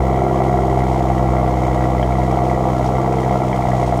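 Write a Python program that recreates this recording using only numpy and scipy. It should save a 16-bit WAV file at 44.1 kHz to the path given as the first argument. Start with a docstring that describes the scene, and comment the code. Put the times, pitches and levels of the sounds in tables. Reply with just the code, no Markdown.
"""A low, loping throb: a six-cylinder car idles outdoors, heard from a step behind its tailpipes.
Each firing pushes out a low boom and a sharp blow that rings the exhaust pipe.
The six cylinders differ in strength, so the beat limps. Swirling gas, a round burble,
a tinny rasp and a hiss follow every firing. Behind them the pipe hums, the silencer drones
and hot metal ticks twice, over a faint rumble."""
import sys
import numpy as np
from scipy import signal
from scipy.fft import rfft, irfft
from scipy.io import wavfile
from scipy.ndimage import uniform_filter1d

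SR = 44100
rng = np.random.default_rng(int(sys.argv[2]) if len(sys.argv) > 2 else 0)


def pcm_store(signal):
    """Save signal as 16-bit PCM."""
    levels = np.round(np.clip(np.atleast_2d(signal), -1, 1) * 32767)
    wavfile.write(sys.argv[1], SR, levels.astype(np.int16).T)


N = 176400  # 4 seconds

# how often the engine fires: time_s, rate_hz
FIRING_RATE = [(0, 64.97), (.35, 65.27), (.7, 64.7), (1, 64.08), (1.3, 63.92), (1.6, 63.44), (2, 63.49),
               (2.4, 64.05), (2.8, 63.71), (3.05, 64.33), (3.3, 64.4), (3.6, 63.43), (4, 62.11)]
# each cylinder in firing order: lag_ms, blow_db, echo_delay_ms, echo_db, gas_db, rasp_db
CYLINDERS = [(.15, -3, 1.3, -14, 0, 0), (.1, -11, .8, -5, -1, 0), (.3, 0, 1.25, -6, -1, -1),
             (.15, -6, 1.15, -5, 1.5, 1), (.1, -9, 1.0, -11, 1, 3.5), (.15, -1, 1.3, -6, 1, 0)]
# firings that blow harder than the rest: time_s, extra_db
HARD_FIRINGS = [(.172, 2), (.218, 2), (.402, 3.5), (.541, 2), (.587, 2.5), (.773, 2), (1.333, 2),
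                (2.372, 2), (2.42, 2), (2.607, 2), (3.735, 3), (3.798, 3), (3.83, 2), (3.924, 4.5)]
# firings that rattle the metal tip: time_s, extra_db
TIP_RATTLES = [(.35, 6), (.698, 7.5), (.805, 5), (1.182, 7.5), (1.65, 6), (1.728, 6), (2.027, 15.5),
               (2.216, 7), (2.498, 2), (3.325, 3), (3.527, 7.5)]
# ticks of hot metal: start_s, pitch_hz, start_level_db
METAL_TICKS = [(2.862, 5260, -39), (3.974, 8800, -43)]
# tones in the silencer: waves_per_engine_cycle, resonance_hz, width_hz, level_on_resonance_db
SILENCER_TONES = [(10, 107, 30, -40), (15, 160, 30, -38), (30, 321, 30, -33), (32, 348, 11, -27.5),
                  (38, 405, 30, -37), (42, 451, 6, -32), (48, 512, 30, -34)]
# the boom's higher tones: waves_per_firing, level_db
BOOM_OVERTONES = [(2, -21.5), (3, -26.5), (4, -34)]
# echoes from the road and the bumper: delay_s, gain_db
NEARBY_ECHOES = [(.0043, -13.5), (.0071, -13), (.0126, -13)]

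# how loud the hum, hiss, deepest boom tone and blows are over time: time_s, level_db
HUM_LEVEL = [(0, -36), (.17, -28.5), (.4, -26.5), (.75, -26.5), (.93, -39), (3.7, -39), (4, -33)]
HISS_LEVEL = [(0, -45), (.7, -44), (2, -43.5), (3.2, -43), (4, -42)]
BASS_LEVEL = [(0, -19), (.3, -26.5), (.7, -23), (1.3, -21.5), (2.2, -21), (2.6, -24), (3.1, -27),
              (3.55, -29), (3.8, -24.5), (4, -23.5)]
BLOW_LEVEL = [(0, -22.8), (.4, -21), (.8, -21.6), (1.2, -22.6), (3.5, -22.6), (3.8, -21.2), (4, -21.4)]

# each sound's colour, its balance from low to high: frequency_hz, gain_db
RUMBLE_COLOUR = [(15, -16), (30, -9), (52, 0), (85, -2), (130, -6), (210, -18), (600, -30), (2000, -45)]
HISS_COLOUR = [(500, 2.5), (2600, 4.5), (3200, 1), (3600, 2.5), (4600, -1.5), (5700, 0), (6100, -2),
               (6600, 0.5), (7700, -4), (8700, -4.5), (10300, -13.5), (12000, -13.5), (15500, -34)]
RASP_COLOUR = [(600, -33), (1500, -16.5), (1800, -12), (2050, -2), (2300, -8), (2500, -18), (3300, -26),
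               (4500, -53), (9000, -70)]
BURBLE_COLOUR = [(30, -35), (120, -2), (220, -4.5), (330, -6), (480, -3), (570, -4), (680, -6), (800, -7),
                 (1000, -11), (1500, -23), (4000, -68.5)]
GAS_COLOUR = [(30, -44), (100, -14), (220, -3.5), (340, -18), (480, -9), (570, -10), (680, -2), (830, -2),
              (1000, -2), (1300, -9), (1550, -15), (2500, -31), (6000, -52.5)]
BLOW_COLOUR = [(30, -67), (130, -26), (230, -8.5), (290, -7), (450, -12), (565, -4.5), (660, 0.5),
               (930, -5), (1240, -12.5), (1550, -27), (2500, -38.5), (6000, -75)]

# where the tip rings (for hiss and rasp) and where the pipe rings: pitch_hz, width_hz, boost_db
TIP_HISS_RESONANCES = [(3210, 110, 3), (6500, 310, 1.5)]
TIP_RASP_RESONANCES = [(1680, 15, 29), (1948, 51, 29), (2045, 41, 16.5), (2123, 20, 27.5), (2281, 59, 23.5),
                       (3070, 30, 34), (3270, 54, 33.5)]
PIPE_RESONANCES = [(341, 50, 15), (394, 22, 11), (452, 14, 9), (484, 20, 11), (516, 22, 13), (614, 14, 16),
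                   (676, 24, 12), (710, 26, 13), (792, 22, 13.5), (858, 20, 6), (908, 26, 8.5),
                   (973, 16, 7.5), (1045, 20, 6), (1090, 24, 8.5), (1166, 20, 11.5), (1285, 24, 7),
                   (1354, 40, 11)]


def gain(db):
    """Turn decibels into a number to multiply by."""
    return 10 ** (np.asarray(db) / 20)


def set_level(sound, db):
    """Scale a sound from its average (rms) level to the given one."""
    return sound * gain(db) / np.sqrt(np.mean(sound ** 2))


def curve(rows):
    """Join (time_s, value) rows with straight lines."""
    return np.interp(np.arange(N) / SR, *np.array(rows).T)


def wander(rate_hz):
    """A smooth random drift, mostly between -1 and 1."""
    hold = int(SR / rate_hz)
    steps = np.repeat(rng.standard_normal(N // hold + 1), hold)
    return 1.3 * uniform_filter1d(uniform_filter1d(steps, hold), hold)[:N]


def ring(sound, colour, resonances=(), size=16384):
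    """Pass a sound through a body that colours it and rings at its resonances, its favourite pitches."""
    hz = np.maximum(np.arange(size // 2 + 1) * SR / size, 1)
    colour_hz, colour_db = np.array(colour).T
    broad_db = np.interp(np.log(hz), np.log(colour_hz), colour_db)
    boost = sum((gain(db) ** 2 - 1) / (1 + (2 * (hz - pitch) / width) ** 2)
                for pitch, width, db in resonances)
    cepstrum = irfft(np.log(gain(broad_db)) + .5 * np.log(np.maximum(1 + boost, .1)))
    # fold it so the ringing comes after each hit, never before
    cepstrum[1:size // 2] *= 2
    cepstrum[size // 2 + 1:] = 0
    ringing = irfft(np.exp(rfft(cepstrum)))
    return signal.fftconvolve(sound, ringing)[:N]


def pulses(times, sizes):
    """One click at each time, shared between two neighbouring samples."""
    position = np.clip(times * SR, 0, N)
    sample = position.astype(int)
    before = np.bincount(sample, sizes * (1 - position + sample), N + 2)
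    after = np.bincount(sample + 1, sizes * (position - sample), N + 2)
    return (before + after)[:N]


def puffs(times, db, rise_s, fall_s, steady, scatter_db):
    """The noise of swirling gas: it surges at each given time, above a steady flow."""
    t = np.arange(SR // 20) / SR
    shape = (1 - np.exp(-t / rise_s)) * np.exp(-t / fall_s)
    sizes = gain(db + scatter_db * rng.standard_normal(len(times)))
    surges = signal.fftconvolve(pulses(times, sizes), shape / shape.max())[:N]
    return (steady + surges) * rng.standard_normal(N)


def accents(times, rows):
    """Extra decibels for the firing nearest to each (time_s, extra_db) row."""
    firing = np.arange(len(times))
    return sum(db * (firing == np.argmin(abs(times - time_s))) for time_s, db in rows)


def rumble():
    """Faint, deep, steady noise in the background."""
    return set_level(ring(rng.standard_normal(N), RUMBLE_COLOUR), db=-34.5)


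def metal_ticks(fade_s=.007, width_hz=490):
    """Hot metal gives tiny snaps, each a narrow band of noise that dies quickly."""
    t = np.arange(N) / SR
    ticks = 0
    for start_s, hz, db in METAL_TICKS:
        band = signal.lfilter(*signal.iirpeak(hz, hz / width_hz, fs=SR), rng.standard_normal(N))
        fade = (t > start_s) * np.exp(-abs(t - start_s) / fade_s)
        ticks += fade * set_level(band, db)
    return ticks


def silencer_drone(firings_done, waver_db=2, waver_rad=.45):
    """Tones follow the six-cylinder cycle; each swells as it drifts onto its silencer resonance."""
    cycle_angle = 2 * np.pi * firings_done / len(CYLINDERS)
    cycle_hz = curve(FIRING_RATE) / len(CYLINDERS)
    drone = 0
    for multiple, resonance_hz, width_hz, db in SILENCER_TONES:
        off_tune = 2 * (multiple * cycle_hz - resonance_hz) / width_hz
        response = gain(db + waver_db * wander(8.99)) / (1 + 1j * off_tune)
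        phase = multiple * cycle_angle + waver_rad * wander(9) + 2 * np.pi * rng.random()
        drone += np.real(response * np.exp(1j * phase))
    return np.sqrt(2) * drone


def pipe_hum(firings_done, waves_per_firing=6, waver_db=2, waver_rad=.45):
    """One overtone of the firings hums in the pipe, loudest early on, when the idle runs high."""
    db = curve(HUM_LEVEL) + waver_db * wander(16)
    phase = 2 * np.pi * waves_per_firing * firings_done + waver_rad * wander(15)
    return np.sqrt(2) * gain(db) * np.cos(phase)


def tailpipe_tip(times, rasp_db, hiss_lag_s=.0013):
    """Each puff rasps in the metal tip, then hisses out into the air."""
    inside = puffs(times, rasp_db, rise_s=.00064, fall_s=.0015, steady=.27, scatter_db=1.8)
    outside = puffs(times + hiss_lag_s, db=0, rise_s=.0011, fall_s=.0087, steady=1, scatter_db=3)
    rasp = set_level(ring(inside, RASP_COLOUR, TIP_RASP_RESONANCES), db=-39.5)
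    hiss = set_level(ring(outside, HISS_COLOUR, TIP_HISS_RESONANCES), curve(HISS_LEVEL))
    return rasp + hiss


def gas_bursts(times, gas_db):
    """Each firing sends a burst of swirling gas that rings the pipe."""
    gas = puffs(times, gas_db, rise_s=.0008, fall_s=.0032, steady=.22, scatter_db=1.6)
    return set_level(ring(gas, GAS_COLOUR, PIPE_RESONANCES), db=-26.8)


def silencer_burble(times, blow_db, lag_s=.005):
    """Each blow churns the gas in the silencer; its late, round answer fills the gaps in the beat."""
    churn = puffs(times + lag_s, .5 * blow_db, rise_s=.002, fall_s=.006, steady=.6, scatter_db=1.5)
    return set_level(ring(churn, BURBLE_COLOUR, PIPE_RESONANCES), db=-25.5)


def boom(firings_done, lag_s=.0041, waver_db=1.2, waver_rad=.13, waver_hz=32):
    """The smooth swell of pressure from each firing: a few low, wavering tones that peak together."""
    angle = 2 * np.pi * (firings_done - lag_s * curve(FIRING_RATE))
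    tones = 0
    for multiple, db in [(1, curve(BASS_LEVEL))] + BOOM_OVERTONES:
        strength = gain(db + waver_db * wander(waver_hz))
        tones += strength * np.cos(multiple * angle + waver_rad * wander(waver_hz))
    return np.sqrt(2) * tones


def exhaust_blows(times, blow_db, echo_s, echo_db, scatter_db=.7):
    """Sharp blows ring the pipe; each echoes in the manifold, where the cylinders' pipes join."""
    blow_scatter, echo_scatter = scatter_db * rng.standard_normal((len(times), 2)).T
    blow_sizes, echo_sizes = gain(blow_db + blow_scatter), gain(echo_db + echo_scatter)
    blows = 0
    for delay_s, db in [(0, 0)] + NEARBY_ECHOES:  # the direct path, then off the road and bumper
        arrivals = times + delay_s
        blows += gain(db) * (pulses(arrivals, blow_sizes) + pulses(arrivals + echo_s, echo_sizes))
    return set_level(ring(-blows, BLOW_COLOUR, PIPE_RESONANCES), curve(BLOW_LEVEL))


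def scene(jitter_ms=.13, first_firing_s=.0036):
    """The engine's speed sets when it fires, and the cylinders take turns."""
    rate_hz = curve(FIRING_RATE)
    firings_done = np.cumsum(rate_hz) / SR - first_firing_s * rate_hz[0]  # climbs by 1 per firing
    firing = np.arange(int(firings_done[-1]) + 1)
    cylinder = firing % len(CYLINDERS)
    lag_ms, blow_db, echo_ms, echo_db, gas_db, rasp_db = np.array(CYLINDERS)[cylinder].T
    on_beat_s = np.interp(firing, firings_done, np.arange(N) / SR)
    times = on_beat_s + (lag_ms + jitter_ms * rng.standard_normal(len(firing))) / 1000
    hard_db = accents(times, HARD_FIRINGS)

    background = rumble()
    blows = exhaust_blows(times, blow_db + hard_db, echo_ms / 1000, echo_db + hard_db)
    gas = gas_bursts(times, gas_db) + silencer_burble(times, blow_db)
    tip = tailpipe_tip(times, rasp_db + accents(times, TIP_RATTLES))
    tones = boom(firings_done) + silencer_drone(firings_done) + pipe_hum(firings_done)
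    return (background + metal_ticks() + tip + gas + tones + blows)[None]


def record(dry, top_hz=15600, fade_s=.002):
    """Fade both ends so they do not click, and cut the highest treble."""
    fades = curve([(0, 0), (fade_s, 1), (N / SR - fade_s, 1), (N / SR, 0)])
    treble_cut = signal.ellip(12, .1, 90, top_hz, fs=SR, output="sos")
    return signal.sosfilt(treble_cut, dry * fades)


dry = scene()
out = record(dry)
pcm_store(out)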